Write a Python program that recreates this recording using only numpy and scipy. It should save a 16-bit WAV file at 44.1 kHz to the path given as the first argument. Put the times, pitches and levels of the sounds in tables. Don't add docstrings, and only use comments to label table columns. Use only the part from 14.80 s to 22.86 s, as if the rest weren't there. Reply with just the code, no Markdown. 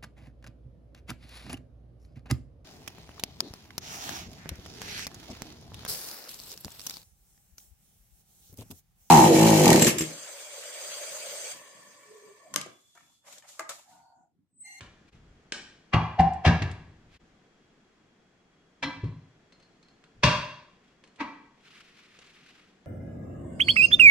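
import sys
import numpy as np
from scipy import signal
from scipy.fft import rfft, irfft
from scipy.io import wavfile
from scipy.ndimage import uniform_filter1d, minimum_filter1d

SR = 44100
rng = np.random.default_rng(int(sys.argv[2]) if len(sys.argv) > 2 else 0)


def waveform_to_disk(signal):
    frames = np.transpose(np.atleast_2d(signal))
    scaled = np.clip(frames, -1, 1) * 32767
    samples = np.round(scaled).astype(np.int16)
    wavfile.write(sys.argv[1], SR, samples)


N = 355424
TIME = np.arange(N) / SR
LEAD_S, BLOW_S = 0.05, 1.1
AGE = np.arange(int(BLOW_S * SR)) / SR - LEAD_S


def amp(db):
    return 10 ** (np.asarray(db) / 20)


def unit(x):
    return x / np.sqrt(np.mean(x ** 2))


def at(points, hz):
    f, value = np.transpose(points)
    return np.interp(np.log(np.maximum(hz, 1)), np.log(f), value)


def tilt(hz, slope_db):
    return slope_db * np.log2(np.maximum(hz, 900) / 900)


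# (frequency [Hz], side minus mid [dB])
PORT_WIDTH = [(60, -26), (125, -23), (250, -17), (500, -11), (1000, -9), (2000, -6), (4000, -5), (10000, 0)]


def ports(mid, side, hz, wide_db):
    width = amp(np.minimum(at(PORT_WIDTH, hz) + wide_db, 0))
    return np.array([mid + width * side, mid - width * side]) / np.sqrt(1 + width ** 2)


def noise(colour, size, slope_db=0, wide_db=0):
    hz = np.fft.rfftfreq(size, 1 / SR)
    mid, side = np.exp(2j * np.pi * rng.random((2, len(hz))))
    gain = amp(at(colour, hz) + tilt(hz, slope_db))
    return unit(irfft(ports(mid, side, hz, wide_db) * gain, size))


def flicker(size, rate, depth_db):
    t = np.arange(size) / SR * rate
    wander = np.interp(t, np.arange(2 ** 12), rng.standard_normal(2 ** 12))
    return unit(amp(depth_db * wander))


def swell(slip, t60, hold=0):
    rise = np.minimum(AGE, 0) / max(slip, 1e-5)
    fall = np.log(1000) * np.maximum(AGE - hold, 0) / t60
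    return np.exp(rise - fall)


def ring(modes, slip, slope_db=0):
    out, power = 0, 0
    for (hz, db, t60), (turn, way) in zip(modes, rng.random((len(modes), 2))):
        gain = amp(db + tilt(hz, slope_db))
        lag = np.arctan(amp(at(PORT_WIDTH, hz))) * (way + 0.66)
        phase = 2 * np.pi * (hz * AGE + turn)
        wave = np.sin(np.float32(phase + np.array([[lag], [-lag]])))
        out = out + gain * swell(slip, t60) * wave
        power += gain ** 2 / 2
    return out / np.sqrt(power)


def resonate(x, modes, width_hz, leak_db):
    hz = np.fft.rfftfreq(x.shape[1], 1 / SR)
    peaks = 0
    for mode_hz, db, _ in modes:
        distance = (hz - mode_hz) / (width_hz / 2)
        peaks = peaks + amp(db) ** 2 / (1 + distance ** 2) ** 2
    gain = np.sqrt(peaks + amp(leak_db) ** 2)
    return unit(irfft(rfft(x) * gain, x.shape[1]))


def gestures(rows):
    return sum(amp(db) * np.exp(-((TIME - s) / half_s) ** 2) for s, half_s, db in rows)


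def add(track, s, sound):
    start = int((s - LEAD_S) * SR)
    a, b = max(start, 0), min(start + sound.shape[1], N)
    track[:, a:b] += sound[:, a - start:b - start]


# (frequency [Hz], density [dB per Hz])
SHOP_COLOUR = [(25, -11), (100, -12), (180, -2), (280, -6), (450, -8), (570, -14), (730, -12), (880, -17),
               (1700, -16), (2700, -21), (3800, -25), (7000, -29), (10000, -45), (15000, -58)]


def shop(tone_db=-63, whine_hz=3310, whine_db=-82):
    whine = noise([(whine_hz * 0.96, -60), (whine_hz, 0), (whine_hz * 1.04, -60)], N)
    tone = noise(SHOP_COLOUR, N, wide_db=4) * flicker(N, rate=0.83, depth_db=1)
    return amp(tone_db) * tone + amp(whine_db) * whine


# (time of the peak [s], half length [s], level [dB])
CLOTH_SWISHES = [(.03, .048, -60), (.285, .012, -64), (.35, .03, -65), (2.355, .04, -61), (6.08, .06, -70),
                 (6.96, .12, -54), (7.19, .08, -58), (7.42, .13, -58), (7.7, .19, -58.5)]
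# (time of the peak [s], half length [s], level [dB])
TIRE_SHIFTS = [(.08, 0.12, -59), (.45, 0.15, -57), (.85, .2, -66.5), (2.0, 0.1, -58.5), (2.25, 0.24, -58.5),
               (5.385, 0.042, -57.5)]
# (frequency [Hz], density [dB per Hz])
CLOTH_COLOUR = [(300, -45), (1200, -4), (2500, 0), (4200, -6.5), (6000, -12.5), (9000, -22), (13000, -32),
                (15000, -43)]
RUMBLE_COLOUR = [(20, -8.5), (45, 0), (85, -3.5), (150, -7), (300, -20), (700, -43), (3000, -66.5)]


def movement():
    cloth = noise(CLOTH_COLOUR, N) * flicker(N, rate=110, depth_db=2.5)
    rumble = noise(RUMBLE_COLOUR, N) * flicker(N, rate=22, depth_db=1.0)
    return cloth * gestures(CLOTH_SWISHES) + rumble * gestures(TIRE_SHIFTS)


# (time [s], level of click and snap together [dB], iron ring level [dB],
# click brightness [dB per octave], share sent to the room [dB], snap inside the click [dB])
TOOL_TICKS = [(.008, -47, -70, -1, 0, -6), (.7219, -34, -84, 1.8, -1, 7), (1.407, -49, -70, 3, -10, -6),
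              (1.535, -58, -72, 8, -10, -6), (1.914, -55, -75, 5.5, -8, 3), (4.242, -56, -64, -3, 0, -6),
              (4.723, -62, -61, -1, -4, -4), (4.8, -68, -66, 1, -4, -4), (4.826, -68, -63, 1, -4, -4),
              (5.028, -66, -65, 1, -4, -4), (5.085, -68, -64, 1, -4, -4), (5.2394, -61, -72, -1, -4, 0),
              (6.2391, -57, -69, 0, -5, -3), (6.275, -67, -76, 3, -4, -4), (6.36, -64, -76, 3, -4, -4),
              (7.3895, -55, -76, 1, -4, -3), (7.464, -65, -76, 5, -4, -3)]
# (frequency [Hz], density [dB per Hz])
CLICK_COLOUR = [(100, -22.5), (300, -4), (500, 0.5), (750, -11), (1050, -7.5), (2100, -1), (3000, -1),
                (4000, -7), (6000, -12), (7700, -11.5), (9800, -24), (11000, -46), (15000, -66.5)]
# (frequency [Hz], level [dB], t60 [s])
LIGHT_IRON_MODES = [(4170, -1, .13), (4205, 0, .17), (4544, -3, .14), (5303, -9, .12), (6293, -11, .13)]


def ticks(rise_s=0.0003, click_t60_s=0.06, snap_t60_s=0.012):
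    direct, sent = np.zeros((2, N)), np.zeros((2, N))
    for s, click_db, iron_db, slope_db, room_db, snap_db in TOOL_TICKS:
        envelope = 1.7 * swell(rise_s, click_t60_s) + amp(snap_db) * swell(rise_s, snap_t60_s)
        click = noise(CLICK_COLOUR, len(AGE), slope_db) * envelope
        tick = amp(click_db) * click + amp(iron_db) * ring(LIGHT_IRON_MODES, 0)
        add(direct, s, tick)
        add(sent, s, amp(room_db) * tick)
    return direct, sent


# (time [s], carcass level [dB], carcass pitch once relaxed [Hz], carcass t60 [s],
# air chamber level [dB], air chamber pitch [Hz], time of the push [s])
BEAD_THUMPS = [(0.012, -44.5, 82.3, 0.37, -64, 150, .004), (0.342, -48, 80, 0.11, -55, 178, 0.0041),
               (1.139, -9.5, 107.7, 0.17, -19, 151.6, 0.0062), (1.393, -16, 78.3, 0.25, -20, 168, 0.0046),
               (1.662, -5.5, 85, 0.18, -18.5, 155, 0.0044), (1.686, -11.5, 84, 0.11, -23.5, 170.2, 0.005),
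               (1.815, -16.5, 90, 0.23, -29, 148.8, .006), (1.935, -34, 93, 0.19, -43, 159.7, 0.0055),
               (2.07, -40.5, 81.3, .2, -56.5, 149.4, .008), (4.039, -45, 89, 0.25, -36.5, 152, .005),
               (4.165, -39, 100, 0.23, -50, 151, .01), (4.232, -17, 103.6, 0.12, -25, 149, 0.0073),
               (4.331, -34.5, 102, 0.083, -39, 149, .009), (5.440, -11.5, 124.3, 0.17, -19, 155.3, 0.0046),
               (5.469, -28, 90, .22, -21, 153.3, 0.0088)]
# (frequency [Hz], density [dB per Hz])
RUBBER_COLOUR = [(20, -35), (45, -10), (80, 6), (160, 0), (220, -12), (380, -8), (700, -33), (3000, -72)]
# (multiple of the chamber pitch, level [dB], t60 [s])
CHAMBER_MODES = [(.44, -13, .25), (.76, -3, .22), (1, 2, .25), (1.08, -3, .25), (1.45, -14, .22),
                 (1.8, -13, .3)]


def thumps(sag=0.12, sag_s=0.0082):
    out, age = np.zeros((2, N)), np.maximum(AGE, 0)
    swing = age + sag * sag_s * (1 - np.exp(-age / sag_s))
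    for s, carcass_db, hz, t60, chamber_db, chamber_hz, push_s in BEAD_THUMPS:
        push = 1 - np.exp(-(age / push_s) ** 2)
        carcass = np.sin(2 * np.pi * hz * swing) + amp(-8.0) * noise(RUBBER_COLOUR, len(AGE))
        carcass = carcass * swell(0, t60)
        air = ring([(ratio * chamber_hz, db, decay) for ratio, db, decay in CHAMBER_MODES], 0)
        add(out, s, push * (amp(carcass_db) * carcass + amp(chamber_db) * air))
    return out


# (frequency [Hz], density [dB per Hz])
WALL_COLOUR = [(40, -2), (150, 3.5), (400, 0), (1000, 6), (3000, -2), (7000, -0.5), (14000, -2.5)]
# (frequency [Hz], t60 [s])
ECHO_DECAY = [(100, 0.5), (500, 0.56), (2500, 0.62), (5000, 0.6), (10000, 0.4)]


def room(sent, wet_db=-2.5, build_s=0.0083):
    t, hz = np.arange(SR) / SR, np.fft.rfftfreq(SR, 1 / SR)
    octave = np.log2(np.clip(hz, 2 ** 6, 2 ** 14))
    diffuse = rfft(noise(WALL_COLOUR, SR))
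    tail = 0
    for k in range(6, 15):
        band = irfft(diffuse * np.maximum(1 - abs(octave - k), 0), SR)
        tail = tail + band * np.exp(-np.log(1000) * t / at(ECHO_DECAY, 2 ** k))
    tail = tail * (1 - np.exp(-(t / build_s) ** 2))
    echo = signal.fftconvolve(sent[:1], unit(tail) / np.sqrt(SR), axes=1)[:, :N]
    return amp(wet_db) * echo


def seated(modes, detune=0.014, spread_db=3):
    chance = rng.standard_normal((len(modes), 2))
    return [(hz * (1 + detune * a), db + spread_db * b, t60)
            for (hz, db, t60), (a, b) in zip(modes, chance)]


# (time [s], slip before the blow [s], time in contact [s], chatter level [dB],
# what is struck, its ring level [dB], iron ring level [dB], brightness [dB per octave])
STEEL_BLOWS = [(1.137, 0.0034, 0.0067, -19.5, "rim", -29, -51, -4.5),
               (1.395, 0.0041, 0.0066, -26.5, "rim", -39, -58, -3.5),
               (1.652, 0.0029, 0.0044, -23, "rim", -42, -60, -1.5),
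               (1.664, 0.0062, 0.013, -19.5, "rim", -35, -61, -1.5),
               (1.821, 0.00084, 0.0037, -29.5, "rim", -52, -70, -0.5),
               (4.028, 0.0014, 0.011, -28.5, "rim", -41.5, -32.5, -0.5),
               (5.436, 0.0022, 0.0085, -16, "bar", -16, -52, -0.64),
               (6.408, 0.0069, 0.0052, -30.5, "rim", -40, -63, -3.5)]
# (frequency [Hz], density [dB per Hz])
CHATTER_COLOUR = [(100, -6), (250, -5), (450, -7), (750, -9.5), (1100, -5), (1400, -2.5), (2000, -1.5),
                  (2800, -3), (4000, -2.5), (6100, -8.5), (7300, -16), (10500, -29), (12000, -43),
                  (15000, -56)]
# (frequency [Hz], level [dB], t60 [s])
RIM_MODES = [(240, -5, .25), (362, -7, .3), (429, -3, .3), (533, -3, .35), (655, -3, .2), (748, -2, .22),
             (838, 1, .45), (908, -4, .5), (988, -1, .55), (1058, 2, .6), (1136, -1, .45), (1250, -6, .4),
             (1302, -6, .4), (1535, -6, .37), (1620, -6, .25), (1755, -2, .3), (1941, 0, .25),
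             (2044, -1, .45), (2215, -4, .25), (2358, 0, .3), (2507, -5, .3), (2600, -3, .2),
             (2665, -4, .4), (2782, -2, .25), (3195, -4, .3), (3414, -8, .3), (3920, -10, .2),
             (4390, -12, .2), (4482, -11, .2), (5570, -15, .25), (6190, -16, .25)]
BAR_MODES = [(596, 3, .4), (942, -3, .45), (980, 1, .4), (1052, 0, .45), (1085, -5, .4), (1162, -3, .4),
             (1484, -9, .4), (1603, -7, .38), (1696, -6, .42), (1776, -10, .4), (2098, -7, .4),
             (2181, -11, .35), (2338, -3, .35), (2536, -3, .35), (2738, 2, .28), (2798, -2, .4),
             (3283, -3, .25), (3321, -7, .35), (3410, -5, .22), (3619, -5, .22), (3765, -5, .42),
             (3949, -12, .35), (4465, -8, .45), (4610, -5, .42), (4807, -12, .4), (5079, -9, .4),
             (5392, -10, .4), (5435, -10, .42), (5900, -10, .38), (6109, -12, .38), (6885, -23, .35)]
IRON_MODES = [(524, -5, .2), (624, -6, .3), (852, -4, .2), (982, -3, .34), (1267, -6, .25), (1591, -3, .3),
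              (2080, -4, .28), (2325, -2, .25), (3020, -9, .35), (3150, -5, .25), (3274, -4, .2),
              (3385, -2, .26), (4075, 0, .24), (4108, -2, .26), (5303, -9, .26)]


def blows(chatter_t60_s=0.075):
    out, size = np.zeros((2, N)), len(AGE)
    for s, slip, hold, chatter_db, struck, body_db, iron_db, slope_db in STEEL_BLOWS:
        modes = seated(RIM_MODES) if struck == "rim" else BAR_MODES
        scrape = resonate(noise(CHATTER_COLOUR, size, slope_db), modes, width_hz=100, leak_db=-12)
        chatter = scrape * swell(slip, chatter_t60_s, hold)
        crowd = resonate(noise(CHATTER_COLOUR, size, slope_db), modes, width_hz=70, leak_db=-15)
        crowd = crowd * swell(slip, t60=0.5, hold=0.02)
        body = amp(-12) * ring(modes, slip, slope_db) + amp(-5.5) * crowd
        iron = ring(IRON_MODES, slip, slope_db)
        add(out, s, amp(chatter_db) * chatter + amp(body_db) * body + amp(iron_db) * iron)
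    return out


def cluster(hz, spread):
    knots = np.arange(-500, 3000)
    steps = rng.uniform(-0.5, 0.39, len(knots))
    drift = np.interp(AGE * hz * spread, knots, np.cumsum(steps))
    tone = np.sin(2 * np.pi * (hz * AGE + drift))
    return unit(tone * flicker(len(AGE), rate=69, depth_db=8.0))


# (time of the peak [s], rise [s], rough pitch [Hz], note level [dB],
# note t60 [s], after-ring level [dB])
LEVER_JUDDERS = [(1.145, 0.0033, 770, -23, 0.07, -38), (1.147, .004, 840, -18, 0.057, -32),
                 (1.152, .004, 1017, -21.5, 0.084, -35.5), (1.402, 0.0065, 746, -14.5, 0.035, -35.5),
                 (1.653, .002, 722, -21.5, 0.057, -50), (1.672, 0.0066, 637, -28, .04, -42.5),
                 (4.036, 0.0034, 1000, -30.5, 0.039, -51), (4.054, 0.0093, 284.4, -22, 0.14, -46),
                 (4.241, 0.0029, 1022, -43.5, 0.042, -59.5), (6.42, 0.0098, 292, -34, 0.093, -55)]


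def judders():
    out = np.zeros((2, N))
    for s, rise, hz, db, t60, after_db in LEVER_JUDDERS:
        band = [(hz * 0.5, -90), (hz * 0.93, 0), (hz * 1.07, 0), (hz * 2, -120)]
        blur = noise(band, len(AGE)) * swell(rise, t60=0.45)
        note = cluster(hz, spread=0.2) * swell(rise, t60)
        add(out, s, amp(db) * note + amp(after_db) * blur)
    return out


def scene(pan_db=0.9):
    steel = blows() + judders()
    rubber = thumps()
    small, small_sent = ticks()
    work = steel + rubber + small + movement()
    echo = room(amp(-5.5) * steel + amp(-7.5) * rubber + small_sent)
    left, right = work + echo + shop()
    left = np.pad(left, (2, 0))[:N]
    return np.array([left * amp(pan_db / 2), right * amp(-pan_db / 2)])


def limiter(x, limit=0.56, window_s=0.004):
    size = int(window_s * SR)
    gain = limit / np.maximum(abs(x).max(axis=0), limit)
    return x * uniform_filter1d(minimum_filter1d(gain, size), size)


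# (time [s], depth [dB])
LEVEL_DIPS = [(0.312, -12), (2.386, -22.5)]


def record(dry, dip_s=0.012, top_hz=14800):
    dip_db = sum(db * np.exp(-((TIME - s) / dip_s) ** 2) for s, db in LEVEL_DIPS)
    low_pass = signal.ellip(8, 0.2, 70, top_hz, fs=SR, output="sos")
    return signal.sosfilt(low_pass, limiter(dry) * amp(dip_db))


dry = scene()
out = record(dry)
waveform_to_disk(out)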